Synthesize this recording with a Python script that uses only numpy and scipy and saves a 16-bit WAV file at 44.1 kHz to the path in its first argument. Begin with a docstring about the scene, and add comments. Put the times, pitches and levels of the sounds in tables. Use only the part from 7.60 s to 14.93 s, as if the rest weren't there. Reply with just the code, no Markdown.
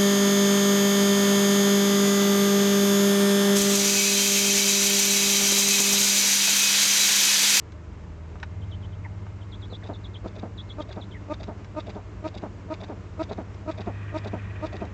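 """Owl and chicks on a rock ledge

An owl repeats a hoot, a low grunt and a hoarse cluck: pulses and puffs of air ring its throat,
with thin beak hisses between the notes. A chick twitters, nest litter ticks, the rock echoes.
Behind: electrical hum, the beating drone of far engines, outdoor air and a late, distant rasp."""
import sys
import numpy as np
from scipy import signal
from scipy.fft import next_fast_len
from scipy.io import wavfile
from scipy.ndimage import map_coordinates

SR = 44100
rng = np.random.default_rng(int(sys.argv[2]) if len(sys.argv) > 2 else 0)


def inscribe(sig):
    """Save sig as 16-bit PCM at rate SR to the path in sys.argv[1].

    A 1-D sig is mono; a 2-D sig holds one channel per row.
    Samples are clipped to [-1, 1] before scaling.
    """
    pcm = np.round(np.clip(np.atleast_2d(sig).T, -1, 1) * 32767)
    wavfile.write(sys.argv[1], SR, pcm.astype(np.int16))


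N = 323304
TIME = np.arange(N) / SR


def gain_of(db):
    """Decibels to gain."""
    return 10 ** (np.asarray(db) / 20)


def unit_rms(x):
    """Scale to rms 1."""
    return x / np.sqrt(np.mean(x ** 2) + 1e-20)


def follow(rows, t):
    """Interpolate each later column over the first, at t."""
    knots, *columns = np.transpose(rows)
    return [np.interp(t, knots, column) for column in columns]


def colour(x, spectrum):
    """Minimum-phase filter through (Hz, dB) points; output rms 1."""
    size = next_fast_len(len(x) + 2048)
    bins_hz = abs(np.fft.fftfreq(size, 1 / SR))
    hz, db = np.transpose(spectrum)
    log_gain = np.log(gain_of(np.interp(np.log(bins_hz + 1), np.log(hz), db)) + 1e-5)
    response = np.exp(np.conj(signal.hilbert(log_gain)))
    return unit_rms(np.fft.ifft(np.fft.fft(x, size) * response).real[:len(x)])


def wander(count, rate_hz):
    """Smooth random curve, rms about 1."""
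    knots = rng.standard_normal(4096)
    return map_coordinates(knots, [np.arange(count) * rate_hz / SR], order=2, mode="wrap")


def add(mix, start_s, sound):
    """Mix in a sound at start_s."""
    part = mix[max(round(start_s * SR), 0):][:len(sound)]
    part += sound[:len(part)]


def owl(full_db=-27):
    """Hoot, grunt, cluck. Weak calls have a shorter hoot, a later grunt and a lower, rougher cluck."""
    # Each row: hoot centre in seconds, hoot level in dB, hoot pitch in Hz, added roughness 0-1,
    # grunt level in dB, cluck level in dB, hoot-to-cluck delay in seconds.
    calls = [(2.128, -39.5, 290, .95, -44, -32.5, .161), (2.66, -34, 312, .8, -42, -31.5, .168),
             (3.2, -31, 305, .25, -45, -33, .165), (3.717, -27.5, 305, .03, -41.5, -32, .163),
             (4.182, -28, 311, .02, -35, -34.5, .174), (4.66, -27.5, 317.8, .12, -40, -31, .167),
             (5.121, -28, 316, .06, -37, -31.5, .168), (5.612, -25.5, 324, 0, -30, -31.5, .167),
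             (6.095, -27, 318, .05, -33.5, -30, .172), (6.561, -26.5, 315, .02, -31.5, -30.5, .169),
             (7.043, -27, 314.2, .05, -34, -30.5, .17)]
    # Beak hisses. Each: offset from its note in seconds, relative level in dB, dB per dB of effort,
    # nominal length in seconds.
    after_hoot = (.022, -46.6, .95, .019)
    before_grunt = (-.008, -51.5, .35, .019)
    after_grunt = (.023, -48.2, .4, .021)
    before_cluck = (-.003, -59, .1, .013)
    out = np.zeros(N)
    for centre_s, db, hz, hoarse, grunt_db, cluck_db, cluck_delay_s in calls:
        effort_db = db - full_db
        weak_db = max(-effort_db, 0)
        grunt_delay_s = .0955 - .0019 * effort_db
        # Each part is (onset in seconds, sound).
        hoot_parts = [hoot(db, hz, hoarse, stretch=np.exp(-.022 * weak_db)),
                      hiss(after_hoot, effort_db)]
        grunt_parts = [pip(effort_db),
                       hiss(before_grunt, effort_db),
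                       cluck(grunt_db, length_s=.033, hz=226, rough=.54),
                       hiss(after_grunt, effort_db)]
        cluck_parts = [hiss(before_cluck, effort_db),
                       cluck(cluck_db, length_s=.05, hz=347 + 1.7 * effort_db, rough=.36 + .024 * weak_db)]
        for delay_s, parts in (0, hoot_parts), (grunt_delay_s, grunt_parts), (cluck_delay_s, cluck_parts):
            for onset_s, sound in parts:
                add(out, centre_s + delay_s + onset_s, sound)
    return out


def syrinx(hz, rough, throat, jitter, shimmer):
    """Uneven pulses and a puff of air in each cycle ring the throat."""
    count, rough = len(hz), np.clip(rough, 0, 1)
    turns = np.cumsum(hz * (1 + jitter * rough * wander(count, 300))) / SR
    pulses = unit_rms(sum(np.cos(2 * np.pi * k * turns) for k in range(1, 26)))
    pulses *= 1 + shimmer * rough * wander(count, 419)
    puffs = unit_rms((.14 + np.exp(-(turns % 1) / .27)) * rng.standard_normal(count))
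    return colour(np.sqrt(1 - rough ** 2) * pulses + rough * puffs, throat)


def hoot(db, hz, hoarse, stretch, leak_db=-21):
    """A note swells, holds its pitch and breaks off hoarsely; air leaks through it."""
    # Each row: unstretched time from the centre in seconds, level in dB, pitch factor, roughness 0-1.
    shape = [(-.042, -36.5, .95, 0.5), (-.03, -10, 1.03, .5), (-.025, -23.5, 0.92, .35),
             (-.017, -5, .98, 0.2), (-.011, -3, .968, 0), (0, 0, 1, 0.02), (.009, 2.5, .998, .07),
             (.014, -8.5, .99, 0.3), (.02, -13.5, 1.1, .6), (.026, -17, .95, 0.6), (.04, -37, 0.67, .8)]
    # Throat and air-leak spectra. Each row: frequency in Hz, level in dB.
    throat = [(100, -20.5), (190, 8.5), (310, 1), (450, 8), (640, 2.5), (800, -4), (950, -7), (1270, -8),
              (1550, -23), (2400, -37), (3200, -42), (4500, -45.5), (8000, -50)]
    leak_spectrum = [(400, -21), (800, -2), (1100, 4.5), (1450, 7.5), (1750, -6), (2500, 5), (3100, -15.5),
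                     (3700, -3.5), (5400, -11), (6800, -14.5), (8000, -22)]
    t = np.arange(-.045 * stretch, .045 * stretch, 1 / SR)
    shape_db, bend, rough = follow(shape, t / stretch)
    voice = syrinx(hz * bend, rough + hoarse, throat, jitter=.085, shimmer=.4)
    leak = gain_of(leak_db) * colour(rng.standard_normal(len(t)), leak_spectrum)
    return t[0], gain_of(db + shape_db) * (voice + leak)


def cluck(db, length_s, hz, rough):
    """Cluck or grunt: a hoarse note leaps out of a low growl and sags in pitch as it fades."""
    # Each row: time as a share of length_s, level in dB, pitch factor.
    shape = [(-.06, -16.5, .5), (.04, -7, .55), (.2, 3, 0.97), (.45, -2.5, .88), (.72, -6, .72),
             (.92, -13, .62), (1.15, -30.5, .55)]
    # Hoarse throat spectrum. Each row: frequency in Hz, level in dB.
    throat = [(100, -30), (190, 8.5), (300, 0), (420, 6.5), (520, -2.5), (660, 4), (830, -1.5), (1030, -9),
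              (1250, -12.5), (1600, -17.5), (2500, -32), (4000, -40.5), (8000, -47)]
    t = np.arange(-.15 * length_s, 1.15 * length_s, 1 / SR)
    shape_db, bend = follow(shape, t / length_s)
    return t[0], gain_of(db + shape_db) * syrinx(hz * bend, rough, throat, jitter=.13, shimmer=.55)


def pip(effort_db, lead_s=.017, length_s=.0233):
    """A small falling tone leads into the grunt."""
    hz = np.geomspace(720, 550, int(length_s * SR))
    return -lead_s, gain_of(-40 + .4 * effort_db) * whistle(hz, rough=.36)


def hiss(kind, effort_db, trim_db=1.5, grain_db=4, rise_db=2):
    """A short, slightly wet hiss from the beak, growing toward its end."""
    # Open-beak spectrum. Each row: frequency in Hz, level in dB.
    beak = [(500, -14.5), (1200, -3), (1900, -2.5), (2500, 1), (3100, -10.5), (3600, 5.5), (4000, -0.5),
            (4250, -8), (4650, -1.5), (5400, -11.5), (6600, -15), (8000, -25.5)]
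    offset_s, db, effort_slope, nominal_s = kind
    count = int(nominal_s * SR * 1.1)
    air = rng.standard_normal(count)
    air *= gain_of(grain_db * wander(count, 900) + rise_db * np.linspace(-1, 1, count))
    envelope = gain_of(db + trim_db + effort_slope * effort_db) * signal.windows.tukey(count, .6)
    return offset_s - count / SR / 2, envelope * colour(air, beak)


def chick(rough=.17, upper_db=-16, upper_offset_hz=430, lean_db=2.5, swoop_hz=1450, flick_hz=1400):
    """Twitters swoop down, dwell and flick up under a weaker, hoarser voice; squeaks only fall."""
    # Each row: time of the dip in seconds, level in dB, lowest pitch in Hz, length in seconds.
    twitters = [(1.032, -58, 3050, .046), (1.138, -50.5, 3020, .059), (1.244, -55, 3040, .057),
                (1.338, -61, 3130, .051), (1.826, -56, 3050, .038), (1.939, -47.5, 3290, .049),
                (2.041, -51, 3360, .06), (2.114, -57, 3960, .041), (2.146, -45.5, 3380, .056),
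                (2.248, -56, 3420, .034), (2.354, -50.5, 3440, .047), (2.458, -47.5, 3380, .045),
                (2.56, -47, 3120, .048), (2.999, -42.5, 3300, .054), (3.111, -45, 3300, .047),
                (3.217, -48.5, 3170, .037), (3.324, -51, 3370, .034), (3.429, -48, 3420, .048),
                (3.53, -52, 3080, .045)]
    # Each row: centre in seconds, level in dB, pitch in Hz, length in seconds, roughness 0-1.
    squeaks = [(1.456, -44.5, 2020, 0.035, 0.83), (1.461, -46, 923, 0.04, .3),
               (2.231, -46.5, 1820, 0.018, 0.5), (2.558, -56, 2380, 0.023, 0.75),
               (3.31, -51, 1743, 0.022, .3), (3.558, -47.5, 1980, 0.055, 0.38)]
    out = np.zeros(N)
    for (dip_s, db, hz, length_s), lean in zip(twitters, rng.standard_normal(len(twitters))):
        fall_s, rise_s = .54 * length_s, .46 * length_s
        t = np.arange(-fall_s, rise_s, 1 / SR)
        position = t / np.where(t < 0, fall_s, rise_s)
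        pitch_hz = hz + np.where(t < 0, swoop_hz, flick_hz) * abs(position) ** 2.2
        lower = whistle(pitch_hz, rough)
        upper = gain_of(upper_db) * whistle(pitch_hz + upper_offset_hz, 2 * rough)
        flutter_db = wander(len(t), 211)
        add(out, dip_s - fall_s, gain_of(db + lean_db * lean * position + flutter_db) * (lower + upper))
    for centre_s, db, hz, length_s, hoarse in squeaks:
        pitch_hz = hz * (1 - .16 * np.linspace(-1, 1, int(length_s * SR)))
        add(out, centre_s - length_s / 2, gain_of(db) * whistle(pitch_hz, hoarse))
    return out


def whistle(hz, rough):
    """A thin tone whose pitch and strength flutter."""
    count = len(hz)
    turns = np.cumsum(hz * (1 + .12 * rough * wander(count, 900))) / SR
    tone = np.sin(2 * np.pi * turns) * (1 + rough * wander(count, 500))
    return unit_rms(tone) * signal.windows.tukey(count, .8)


def litter(trim_db=-1, t60_s=.032):
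    """Dry bits of the nest snap under the moving chicks; thin ones sound brighter."""
    # Each row: start in seconds, relative level in dB, tilt in dB per octave.
    ticks = [(.121, -47, 8.5), (.756, -41, -6), (.8, -45, 4), (.829, -26, -0.5), (.8332, -33, 3),
             (1.666, -40.5, -6), (4.045, -41.5, 3.5), (5.944, -46, 4), (7.252, -51, 14)]
    # Snap spectrum before the tilt. Each row: frequency in Hz, level in dB.
    spectrum = [(400, -35), (600, -14.5), (800, 3), (1100, -4.5), (1500, 1), (2250, -5), (2900, -12),
                (3300, -17.5), (3950, -11.5), (4400, -22.5), (5500, -19.5), (8500, -46)]
    out, t = np.zeros(N), np.arange(3000) / SR
    for start_s, db, tilt_db in ticks:
        tilted = [(hz, band_db + tilt_db * np.log2(hz / spectrum[0][0])) for hz, band_db in spectrum]
        snap = colour(rng.standard_normal(len(t)), tilted) * gain_of(-60 * t / t60_s)
        add(out, start_s, gain_of(db + trim_db) * snap)
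    return out


def ledge(x, wet_db=-13, t60_s=.042, echoes_per_s=2000, gap_s=.004):
    """The rock niche returns a short spray of echoes."""
    t = np.arange(SR // 4) / SR
    taps = rng.standard_normal(len(t)) * (rng.random(len(t)) < echoes_per_s / SR)
    taps *= (t > gap_s) * gain_of(-60 * t / t60_s)
    return x + gain_of(wet_db) * signal.fftconvolve(x, taps / np.linalg.norm(taps))[:N]


def drone(curve, orders, waver):
    """Tones at multiples of one pitch curve, each wavering in level."""
    hz, db = follow(curve, TIME)
    turns = np.cumsum(hz) / SR
    tones = np.zeros(N)
    for multiple, order_db in orders:
        tone = np.sin(2 * np.pi * (multiple * turns + rng.random()))
        tones += gain_of(order_db) * tone * (1 + waver * wander(N, 4.4))
    return np.sqrt(2) * gain_of(db) * tones


def hum():
    """Low electrical hum, drifting in pitch and level."""
    # Each row: time in seconds, pitch in Hz, relative level in dB.
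    curve = [(0, 104, -45), (.75, 101.5, -51), (.98, 99.3, -34.5), (1.4, 100.4, -37), (2.7, 101.4, -39.5),
             (5.1, 101.5, -42.5), (6.05, 101.5, -41), (6.35, 100.6, -33.5), (6.9, 101.1, -35.5),
             (7.33, 101.8, -43)]
    # Each row: multiple of the pitch, level in dB.
    orders = [(1, -0.5), (1.5, -16.5), (2, -19), (21, -34.5)]
    return gain_of(-.3) * drone(curve, orders, waver=.056)


def engines():
    """Two far engines: one settles at its speed, the other sags, then gathers speed."""
    # Each row: time in seconds, pitch in Hz, relative level in dB.
    settling = [(0, 77.5, -50), (.4, 78.7, -45), (1.1, 82.8, -42), (2, 85, -49), (4.8, 85.3, -50.5),
                (5.6, 85.5, -46), (6.5, 86.2, -53), (7.33, 86.3, -44)]
    gathering = [(0, 61.6, -62), (2.1, 61, -57), (2.5, 60, -47), (3, 58.3, -66), (4.1, 56, -62),
                 (4.6, 59, -43), (5, 63, -58), (5.6, 69, -48.5), (7.33, 72.3, -44.5)]
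    # Each row: multiple of the pitch, level in dB.
    orders = [(.5, -8), (1, 3), (1.5, -13), (2, -7.5)]
    return drone(settling, orders, waver=.1) + gain_of(-.5) * drone(gathering, [(1, 0)], waver=.18)


def outdoors(air_rise_db_per_s=.33, rumble_fall_db_per_s=.15):
    """Air slowly grows and a far rumble slowly recedes; two faint whines persist."""
    # Two noise spectra and the whine tones. Each row: frequency in Hz, level in dB.
    air_spectrum = [(120, -22.5), (200, 3), (234, -8), (297, -2.5), (342, -5.5), (477, -8), (516, -15.5),
                    (595, -9.5), (731, -16.5), (971, -14), (2800, -26.5), (3440, -31.5), (4570, -34.5),
                    (7340, -36.5), (8730, -66), (11300, -93), (19200, -120)]
    rumble_spectrum = [(20, -37), (32, -27.5), (42, 2.5), (52, 14.5), (64, 12.5), (80, 3.5), (115, 4.5),
                       (165, -2), (220, -12.5), (320, -38)]
    whine_tones = [(613, -66), (2126, -74)]
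    air = colour(rng.standard_normal(N), air_spectrum)
    air *= gain_of(-48.3 + air_rise_db_per_s * TIME + .57 * wander(N, 16))
    rumble = colour(rng.standard_normal(N), rumble_spectrum)
    rumble *= gain_of(-45.8 - rumble_fall_db_per_s * TIME + .5 * wander(N, 1.5))
    whines = sum(gain_of(db) * unit_rms(np.sin(2 * np.pi * hz * TIME) * (1 + .5 * wander(N, 9.8)))
                 for hz, db in whine_tones)
    return air + rumble + whines


def rasp(start_s=6.0, attack_s=.5, hold_s=.45, release_s=.8, db=-50, pulse_hz=15, pulse_db=-5.5):
    """A distant rasp swells, holds and fades: a throbbing hiss with quick, uneven pulses on top."""
    # Each row: frequency in Hz, level in dB.
    hiss_spectrum = [(700, -12.5), (1150, 1.5), (1400, -2.5), (1630, 1), (1780, -0.5), (1900, 5.5),
                     (2150, -10.5), (2450, -0.5), (2750, -12), (3300, -12.5), (4500, -29), (8000, -34)]
    pulse_spectrum = [(1500, -37), (1800, -15.5), (1900, 1), (2020, -17), (2250, -12.5), (2450, 1.5),
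                      (2650, -8.5), (3100, -19), (4000, -45)]
    throb = colour(rng.standard_normal(N), hiss_spectrum) * gain_of(1.2 * wander(N, 28))
    turns = np.cumsum(pulse_hz * (1 + .2 * wander(N, 10))) / SR
    pulses = unit_rms(np.sin(np.pi * turns) ** 4) * colour(rng.standard_normal(N), pulse_spectrum)
    envelope = np.interp(TIME, np.cumsum([start_s, attack_s, hold_s, release_s]), [0, 1, 1, 0])
    return gain_of(db) * envelope * (throb + gain_of(pulse_db) * pulses)


def scene():
    """The birds in their niche, over the background; mono."""
    nest = ledge(owl() + chick() + litter())
    return (nest + hum() + engines() + outdoors() + rasp())[None]


def record(dry):
    """The narrow band of a small outdoor microphone."""
    cutoff_hz = 8350
    lowpass = signal.firwin(121, cutoff_hz, window=("kaiser", 8), fs=SR)
    return signal.oaconvolve(dry, lowpass[None], "same")


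dry = scene()
out = record(dry)
inscribe(out)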